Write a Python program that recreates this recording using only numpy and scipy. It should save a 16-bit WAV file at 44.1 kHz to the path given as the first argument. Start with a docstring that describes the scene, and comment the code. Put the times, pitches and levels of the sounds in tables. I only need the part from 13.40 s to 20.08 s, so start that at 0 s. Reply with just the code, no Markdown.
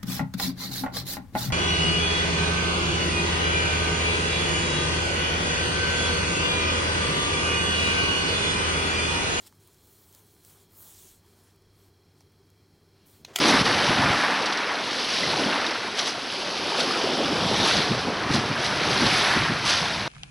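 """Small waves on a pebble beach

Waves spill close to a hand-held mono microphone. Trapped bubbles resonate, higher as they get smaller,
so each crest gurgles, then splashes and sprays, and its foam fizzes over the stones.
Feet shift in the shingle and single stones clack on impact.
Turbulent wind buffets the microphone at the start and again through the second half."""
import sys
import numpy as np
from scipy import signal
from scipy.fft import rfft, irfft, next_fast_len
from scipy.io import wavfile
from scipy.ndimage import uniform_filter1d, map_coordinates

SR = 44100
rng = np.random.default_rng(int(sys.argv[2]) if len(sys.argv) > 2 else 0)


def bounce(signal):
    """Save signal as a 16-bit WAV file at the path given by the first command-line argument."""
    frames = np.transpose(np.atleast_2d(signal))
    limited = np.clip(frames, -1, 1)
    pcm = np.round(limited * 32767).astype(np.int16)
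    wavfile.write(sys.argv[1], SR, pcm)


N = 294588
TIME = np.arange(N) / SR
# spectrum of colliding pebbles: frequency_hz, gain_db
PEBBLE_SPECTRUM = [(150, -25), (400, -4), (1000, -0.5), (2200, -2), (4000, 1.5), (6000, 2.5), (8000, -1),
                   (11500, 0.5)]


def surf():
    """Bubble fragmentation: a crest's big bubbles split into smaller ones that resonate higher."""
    # spectra of big, medium and tiny bubbles: frequency_hz, gain_db
    gurgle_spectrum = [(25, -42), (80, -16), (140, -7.5), (260, 0), (450, -0.5), (620, -2), (850, -9),
                       (2000, -33)]
    splash_spectrum = [(200, -54), (480, -11.5), (720, 1), (1000, 1.5), (1300, -2), (1800, -12),
                       (4000, -43)]
    fizz_spectrum = [(1200, -19), (2300, -3.5), (3100, -1), (4300, 0), (5500, -1), (8000, -6),
                     (11500, -3.5)]
    # spectrum of small bubbles: frequency_hz, gain_db
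    # its rise at 11 kHz is a faint, thin recorder hiss that follows the splashing
    spray_spectrum = [(600, -22), (1100, -5.5), (1500, 0), (2100, -2), (2700, -6.5), (3600, -10.5),
                      (8000, -28), (11000, -16.5)]
    # the finest hiss, where spray falls on fresh foam: frequency_hz, gain_db
    mist_spectrum = [(3000, -30), (5500, -17), (7500, -5), (11000, 3)]
    gurgle = crest_envelope(lag_in_rises=0, spray_share=0, shore_db=-39)
    splash = crest_envelope(lag_in_rises=0.31, spray_share=0.58, shore_db=-38)
    spray = crest_envelope(lag_in_rises=0.35, spray_share=0.93, shore_db=-36.5)
    fizz = foam_envelope(shore_db=-31.5)
    big = ring_cloud(169, 838, per_s=420, cycles=2.52, glide=0.026, spread_db=0.5)
    medium = ring_cloud(500.6, 1816, per_s=1100, cycles=4.25, glide=0.023, spread_db=1)
    small = ring_cloud(1110, 3510, per_s=2200, cycles=2.2, glide=0.027, spread_db=0.5)
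    tiny = ring_cloud(2320, 10880, per_s=3200, cycles=2.5, glide=0.0092, spread_db=3)
    out = gurgle * water(big, gurgle_spectrum, wash_db=7, patch_db=0.6, flicker_db=0.3)
    out += splash * water(medium, splash_spectrum, wash_db=3.5, patch_db=0.17, flicker_db=1)
    out += spray * water(small, spray_spectrum, wash_db=4.5, patch_db=0.82, flicker_db=0.5)
    out += fizz * water(tiny, fizz_spectrum, wash_db=4.5, patch_db=0.5, flicker_db=0.5)
    out += amp(21.5) * spray * fizz * unit(colour(rng.standard_normal(N), mist_spectrum))
    return out + amp(-14.5) * np.sqrt(spray * fizz) * rattle(per_s=70, spread_db=4, ring_s=0.0018)


def crest_envelope(lag_in_rises, spray_share, shore_db):
    """Incoherent addition: for one bubble size, near crests and the steady shoreline sum in power."""
    # spilling crests: gurgle_peak_s, level_db, rise_s, decay_s, spray_over_gurgle_db
    crests = [(0.04, -26.6, 0.15, 0.42, 5), (0.52, -27.5, 0.44, 0.68, 5.5), (2.03, -28, 0.37, 0.29, -0.1),
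              (2.62, -37, 0.34, 0.22, -12), (3.421, -31, 0.4, 0.14, 0), (3.83, -26, 0.48, 0.81, -7),
              (4.25, -36.5, 0.19, 0.21, 9), (4.78, -33.3, 0.59, 0.68, 0.7), (5.7, -29, 0.63, 0.28, 7.5),
              (6.33, -35.5, 0.2, 0.42, 6.5)]
    power = sum(swell(peak_s + lag_in_rises * rise_s, db + spray_share * spray_db, rise_s, decay_s)
                for peak_s, db, rise_s, decay_s, spray_db in crests)
    return np.sqrt(power + amp(shore_db) ** 2)


def foam_envelope(shore_db):
    """Incoherent addition: each sheet of foam adds its power to the steady fizz of the shoreline."""
    # foam sliding over the shingle: peak_s, level_db, rise_s, decay_s
    swashes = [(0.04, -17.5, 0.22, 0.74), (0.85, -27, 0.4, 0.18), (1.77, -20, 0.31, 0.53),
               (2.94, -30, 0.078, 0.14), (3.5, -23, 0.67, 1), (4.31, -17, 0.27, 0.19),
               (5.78, -16.9, 0.47, 0.29), (6.35, -20.5, 0.11, 0.28)]
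    return np.sqrt(sum(swell(*row) for row in swashes) + amp(shore_db) ** 2)


def water(near_bubbles, spectrum, wash_db, patch_db, flicker_db):
    """Superposition: countless far bubbles merge into Gaussian noise behind the near ones."""
    bubbles = near_bubbles + amp(wash_db) * rng.standard_normal(N)
    return unit(colour(churn(bubbles, patch_db, flicker_db), spectrum))


def churn(x, patch_db, flicker_db):
    """Amplitude modulation: water moves in clumps, so patches of pitch swell and splashes flicker."""
    frames = signal.stft(x, nperseg=512, noverlap=384)[2]
    across_pitch = uniform_filter1d(rng.standard_normal(frames.shape), size=9, axis=0)
    patches = uniform_filter1d(across_pitch, size=18, axis=1)
    flicker = uniform_filter1d(rng.standard_normal(frames.shape[1]), size=7)
    frames *= amp(patch_db * unit(patches) + flicker_db * unit(flicker))
    return signal.istft(frames, nperseg=512, noverlap=384)[1][:N]


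def plunges():
    """Collective oscillation: the cloud of air folded in by a crest throbs as one low resonance."""
    # plunging crests: centre_s, level_db, length_s, pitch_hz
    air_clouds = [(0.049, -26, 0.36, 272), (1.9, -37.5, 0.15, 150), (2.058, -31, 0.15, 270),
                  (3.921, -32, 0.063, 270), (4.23, -32.5, 0.13, 276)]
    out = np.zeros(N)
    for centre_s, db, length_s, hz in air_clouds:
        resonance = [(hz / 8, -50), (hz * 0.49, -11), (hz, 0), (hz * 1.6, -11), (hz * 8, -60)]
        add(out, *burst(centre_s, db, length_s, resonance))
    return out


def plops():
    """Bubble resonance: air pockets close under a crest and ring; each falling drop traps a small one."""
    # large single bubbles: start_s, level_db, pitch_hz
    air_pockets = [(1.344, -18, 744), (1.934, -16, 870), (2.062, -17, 277), (3.32, -14, 874),
                   (3.508, -14, 1160), (3.64, -13, 410), (3.672, -16, 665), (3.927, -22.5, 258)]
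    # drops falling back from the nearest crest: start_s, level_db, pitch_hz
    drops = [(1.8327, -15, 1990), (1.8994, -22, 3030), (2.0368, -17, 2960), (2.0737, -22.5, 3070),
             (2.1294, -15.5, 2660), (2.1414, -18, 3600), (2.1915, -24, 1650), (2.2438, -17, 1720),
             (2.2657, -15.5, 3630)]
    out = np.zeros(N)
    for start_s, db, hz in air_pockets:
        add(out, start_s, amp(db) * ping(hz, cycles=3.8, glide=0.028))
    for start_s, db, hz in drops:
        add(out, start_s, amp(db) * ping(hz, cycles=10.5, glide=0.025))
    return out


def rattle(per_s, spread_db, ring_s):
    """Shot noise: pebbles rolled by the water collide at random, each tick decaying exponentially."""
    sizes = amp(spread_db * np.minimum(rng.exponential(1, N), 3))
    hits = sizes * (rng.random(N) < per_s / SR)
    power = signal.lfilter([1], [1, -np.exp(-2 / (ring_s * SR))], hits ** 2)
    return unit(colour(np.sqrt(power) * rng.standard_normal(N), PEBBLE_SPECTRUM))


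def footsteps():
    """Granular flow: a foot presses into the shingle and sets off a dense avalanche of stone ticks."""
    # presses of a foot: peak_s, level_db, rise_s, decay_s
    presses = [(0.0894, -15.5, 0.03, 0.027), (2.5944, -17.5, 0.022, 0.044), (2.6744, -19, 0.025, 0.037),
               (3.4012, -17.5, 0.024, 0.028), (4.2747, -18.5, 0.024, 0.039), (4.9494, -16.5, 0.028, 0.042),
               (5.2594, -20.5, 0.037, 0.036), (6.2667, -15.5, 0.018, 0.03), (6.2994, -14.5, 0.024, 0.06)]
    power = sum(swell(*row) for row in presses)
    ticks = ring_cloud(588, 10500, per_s=5300, cycles=1.7, glide=0, spread_db=2.5, pitches=16)
    return np.sqrt(power) * unit(colour(ticks + 0.6 * rng.standard_normal(N), PEBBLE_SPECTRUM))


def clacks():
    """Inelastic impact: a stone cracks against another and chatters to rest in four fading contacts."""
    # single stones knocking together: start_s, level_db, pitch_hz
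    impacts = [(1.0214, -17, 4680), (1.058, -11, 4860), (1.0654, -17.5, 3920), (1.1247, -14.5, 4520),
               (1.1314, -19, 5360), (1.1734, -15.5, 4390), (2.265, -14.5, 3730), (2.3082, -16.5, 4830),
               (3.404, -9, 3950), (3.59, -21, 3200), (4.368, -9.5, 4370)]
    crack_spectrum = [(1500, -20), (3800, 4), (5000, 7), (11000, 0)]
    out, t = np.zeros(N), np.arange(1024) / SR
    for start_s, db, hz in impacts:
        for contact, (jitter, detune) in enumerate(rng.uniform(-0.55, 1, (4, 2))):
            knock = ping(hz * (1 + 0.16 * detune), cycles=3, glide=0)
            gap_s = 0.0029 + 0.00033 * jitter
            add(out, start_s + contact * gap_s, amp(db - 1.1 * contact) * knock)
        crack = colour(rng.standard_normal(len(t)), crack_spectrum)
        add(out, start_s, amp(db - 5) * np.exp(-t / 0.0048) * crack)
    return out


def wind():
    """Turbulent pressure: gusts rumble unevenly on the microphone, and each strong eddy thumps."""
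    # spells of wind: start_s, end_s, level_db, rise_s, release_s
    gusts = [(0.0, 0.75, -33.3, 0.15, 0.0584), (3.418, 6.68, -35.5, 0.58, 0.09)]
    # eddies striking the microphone: centre_s, level_db, length_s
    eddies = [(0.149, -27, 0.026), (0.218, -23.5, 0.025), (0.504, -23, 0.021), (0.594, -24, 0.038),
              (0.654, -24, 0.037), (0.704, -33, 0.03), (4.209, -27.5, 0.042), (4.381, -29, 0.051),
              (4.518, -21, 0.033), (4.679, -32, 0.047), (4.909, -22, 0.026), (4.949, -24, 0.053),
              (4.989, -26.5, 0.043), (5.114, -25.5, 0.031), (5.479, -27.5, 0.023), (5.629, -23, 0.053),
              (5.669, -22.5, 0.031), (5.969, -22, 0.024), (6.019, -26, 0.035), (6.11, -26, 0.057)]
    # spectra of the turbulence and of one eddy: frequency_hz, gain_db
    rumble_spectrum = [(20, -30), (40, -15), (70, -6.5), (130, 1.5), (200, -1), (300, -16), (420, -8.5),
                       (800, -30), (3000, -70)]
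    thump_spectrum = [(20, -24), (45, -15), (80, -5.5), (140, 1.5), (230, -0.5), (330, -5), (450, -17),
                      (900, -38), (3000, -70)]
    lull_db, lump_depth_db = -51, 2.7
    push = np.zeros(N)
    for start_s, end_s, db, rise_s, release_s in gusts:
        ramps = np.minimum((TIME - start_s) / rise_s, 1 - (TIME - end_s) / release_s)
        push += amp(db) * np.clip(ramps, 0, 1)
    lumps = unit(colour(rng.standard_normal(N), [(2, -4), (8, -8), (22, -11), (50, -31), (200, -100)]))
    rumble = unit(colour(rng.standard_normal(N), rumble_spectrum) * amp(lump_depth_db * lumps))
    out = np.hypot(push, amp(lull_db)) * rumble
    for centre_s, db, length_s in eddies:
        add(out, *burst(centre_s, db, length_s, thump_spectrum))
    return out


def reflect(x):
    """Comb filtering: a small surface returns only the treble, late and inverted, so hiss turns hollow."""
    # a close reflection as the microphone turns along the shore: time_s, extra_path_m, strength
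    reflection = [(2.65, .176, 0), (2.95, .176, .2), (3.4, .172, .18), (3.65, .168, .3), (4.0, .165, .32),
                  (4.2, .14, .25), (4.35, .128, .2), (4.5, .12, 0)]
    sound_speed_m_s = 343
    time_s, extra_path_m, strength = np.transpose(reflection)
    delay_s = np.interp(TIME, time_s, extra_path_m) / sound_speed_m_s
    treble = colour(x, [(900, -35), (1700, -3.5)])
    echo = map_coordinates(treble, [np.arange(N) - delay_s * SR], order=3)
    return x - np.interp(TIME, time_s, strength) * echo


def ring_cloud(lo_hz, hi_hz, per_s, cycles, glide, spread_db, pitches=20):
    """Random superposition: many small rings of scattered moment and size, even in power per Hz."""
    slot = 32  # samples; each holds at most one onset per pitch
    out, slot_starts = np.zeros(N), np.arange(N // slot) * slot
    for hz in np.geomspace(lo_hz, hi_hz, pitches):
        chance, size_draw, place = rng.random((3, len(slot_starts)))
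        occurs = chance < per_s / pitches * slot / SR
        sizes = amp(spread_db * np.minimum(-np.log(size_draw + 1e-9), 4))
        signs = rng.choice([-1, 1], len(sizes))
        onsets = np.zeros(N)
        onsets[slot_starts + (place * slot).astype(int)] = occurs * sizes * signs
        rings = signal.oaconvolve(onsets, ping(hz, cycles, glide))[:N]
        out += np.sqrt(hz) * unit(rings)
    return unit(out)


def ping(hz, cycles, glide):
    """Damped oscillation, down to 1/e after `cycles`; a bubble glides up as it nears the surface."""
    age = np.arange(int(5 * cycles * SR / hz) + 2) * hz / SR / cycles  # in decay times
    attack = 1 - np.exp(-2 * age * cycles)
    phase = 2 * np.pi * cycles * age * (1 + glide * age / 2)
    return attack * np.exp(-age) * np.sin(phase)


def burst(centre_s, db, length_s, spectrum):
    """Gaussian windowing shapes a puff of coloured noise; returns its start time and its sound."""
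    t = np.arange(-SR // 4, SR // 4) / SR
    window = np.exp(-(2 * t / length_s) ** 2)
    puff = unit(colour(rng.standard_normal(len(t)) * window, spectrum))
    gain = amp(db) * np.sqrt(length_s / np.ptp(t))
    return centre_s + t[0], gain * puff[t >= -centre_s]


def swell(peak_s, db, rise_s, decay_s):
    """Near-exponential growth and decay of power around a peak."""
    from_peak = np.maximum((peak_s - TIME) / rise_s, (TIME - peak_s) / decay_s)
    return amp(db) ** 2 * np.exp(-2 * from_peak ** 1.19)


def colour(x, spectrum):
    """Linear filtering by multiplication in the frequency domain."""
    size = next_fast_len(len(x) + 2048)
    gain = gain_at(spectrum, np.fft.rfftfreq(size, 1 / SR))
    return irfft(rfft(x, size) * gain, size)[:len(x)]


def gain_at(spectrum, hz):
    """Interpolation of a spectrum on a log-frequency axis."""
    frequency_hz, gain_db = np.transpose(spectrum)
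    return amp(np.interp(np.log(hz + 1), np.log(frequency_hz), gain_db))


def add(mix, start_s, sound):
    """Superposition of a sound on the mix."""
    part = mix[max(round(start_s * SR), 0):][:len(sound)]
    part += sound[:len(part)]


def amp(db):
    """Decibels to amplitude ratio."""
    return 10 ** (np.asarray(db) / 20)


def unit(x):
    """Normalisation to rms 1."""
    return x / np.sqrt(np.mean(x ** 2) + 1e-20)


def scene():
    """Superposition of shore and wind at one microphone; the level dips briefly near the start."""
    # the brief dip in level: time_s, gain_db
    dip = [(.217, 0), (.222, -4), (.24, -8), (.255, -0.5)]
    mono = reflect(surf()) + plunges() + footsteps() + clacks() + plops() + wind()
    mono *= amp(np.interp(TIME, *np.transpose(dip)))
    return np.array([mono, mono])


def record(dry):
    """Band limiting: a narrow-band recorder has falling treble with three nulls, then a steep edge."""
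    # treble roll-off: frequency_hz, gain_db
    roll_off = [(4000, -1), (5000, -2), (6000, -4.5), (6600, -7), (7750, -8.5), (9250, -12.5),
                (10750, -8.5), (11300, -25)]
    # nulls of the low-pass: frequency_hz
    nulls = [7000, 8500, 10000]
    null_width_hz, edge_hz = 700, 11520
    size = next_fast_len(N + 4096)
    hz = np.fft.rfftfreq(size, 1 / SR)
    notches = np.prod([abs(hz - f) / np.hypot(hz - f, null_width_hz) for f in nulls], axis=0)
    dull = irfft(rfft(dry, size) * gain_at(roll_off, hz) * notches, size)[:, :N]
    low_pass = signal.firwin(401, edge_hz, window=("kaiser", 9), fs=SR)
    return signal.oaconvolve(dull, low_pass[None], "same")


dry = scene()
out = record(dry)
bounce(out)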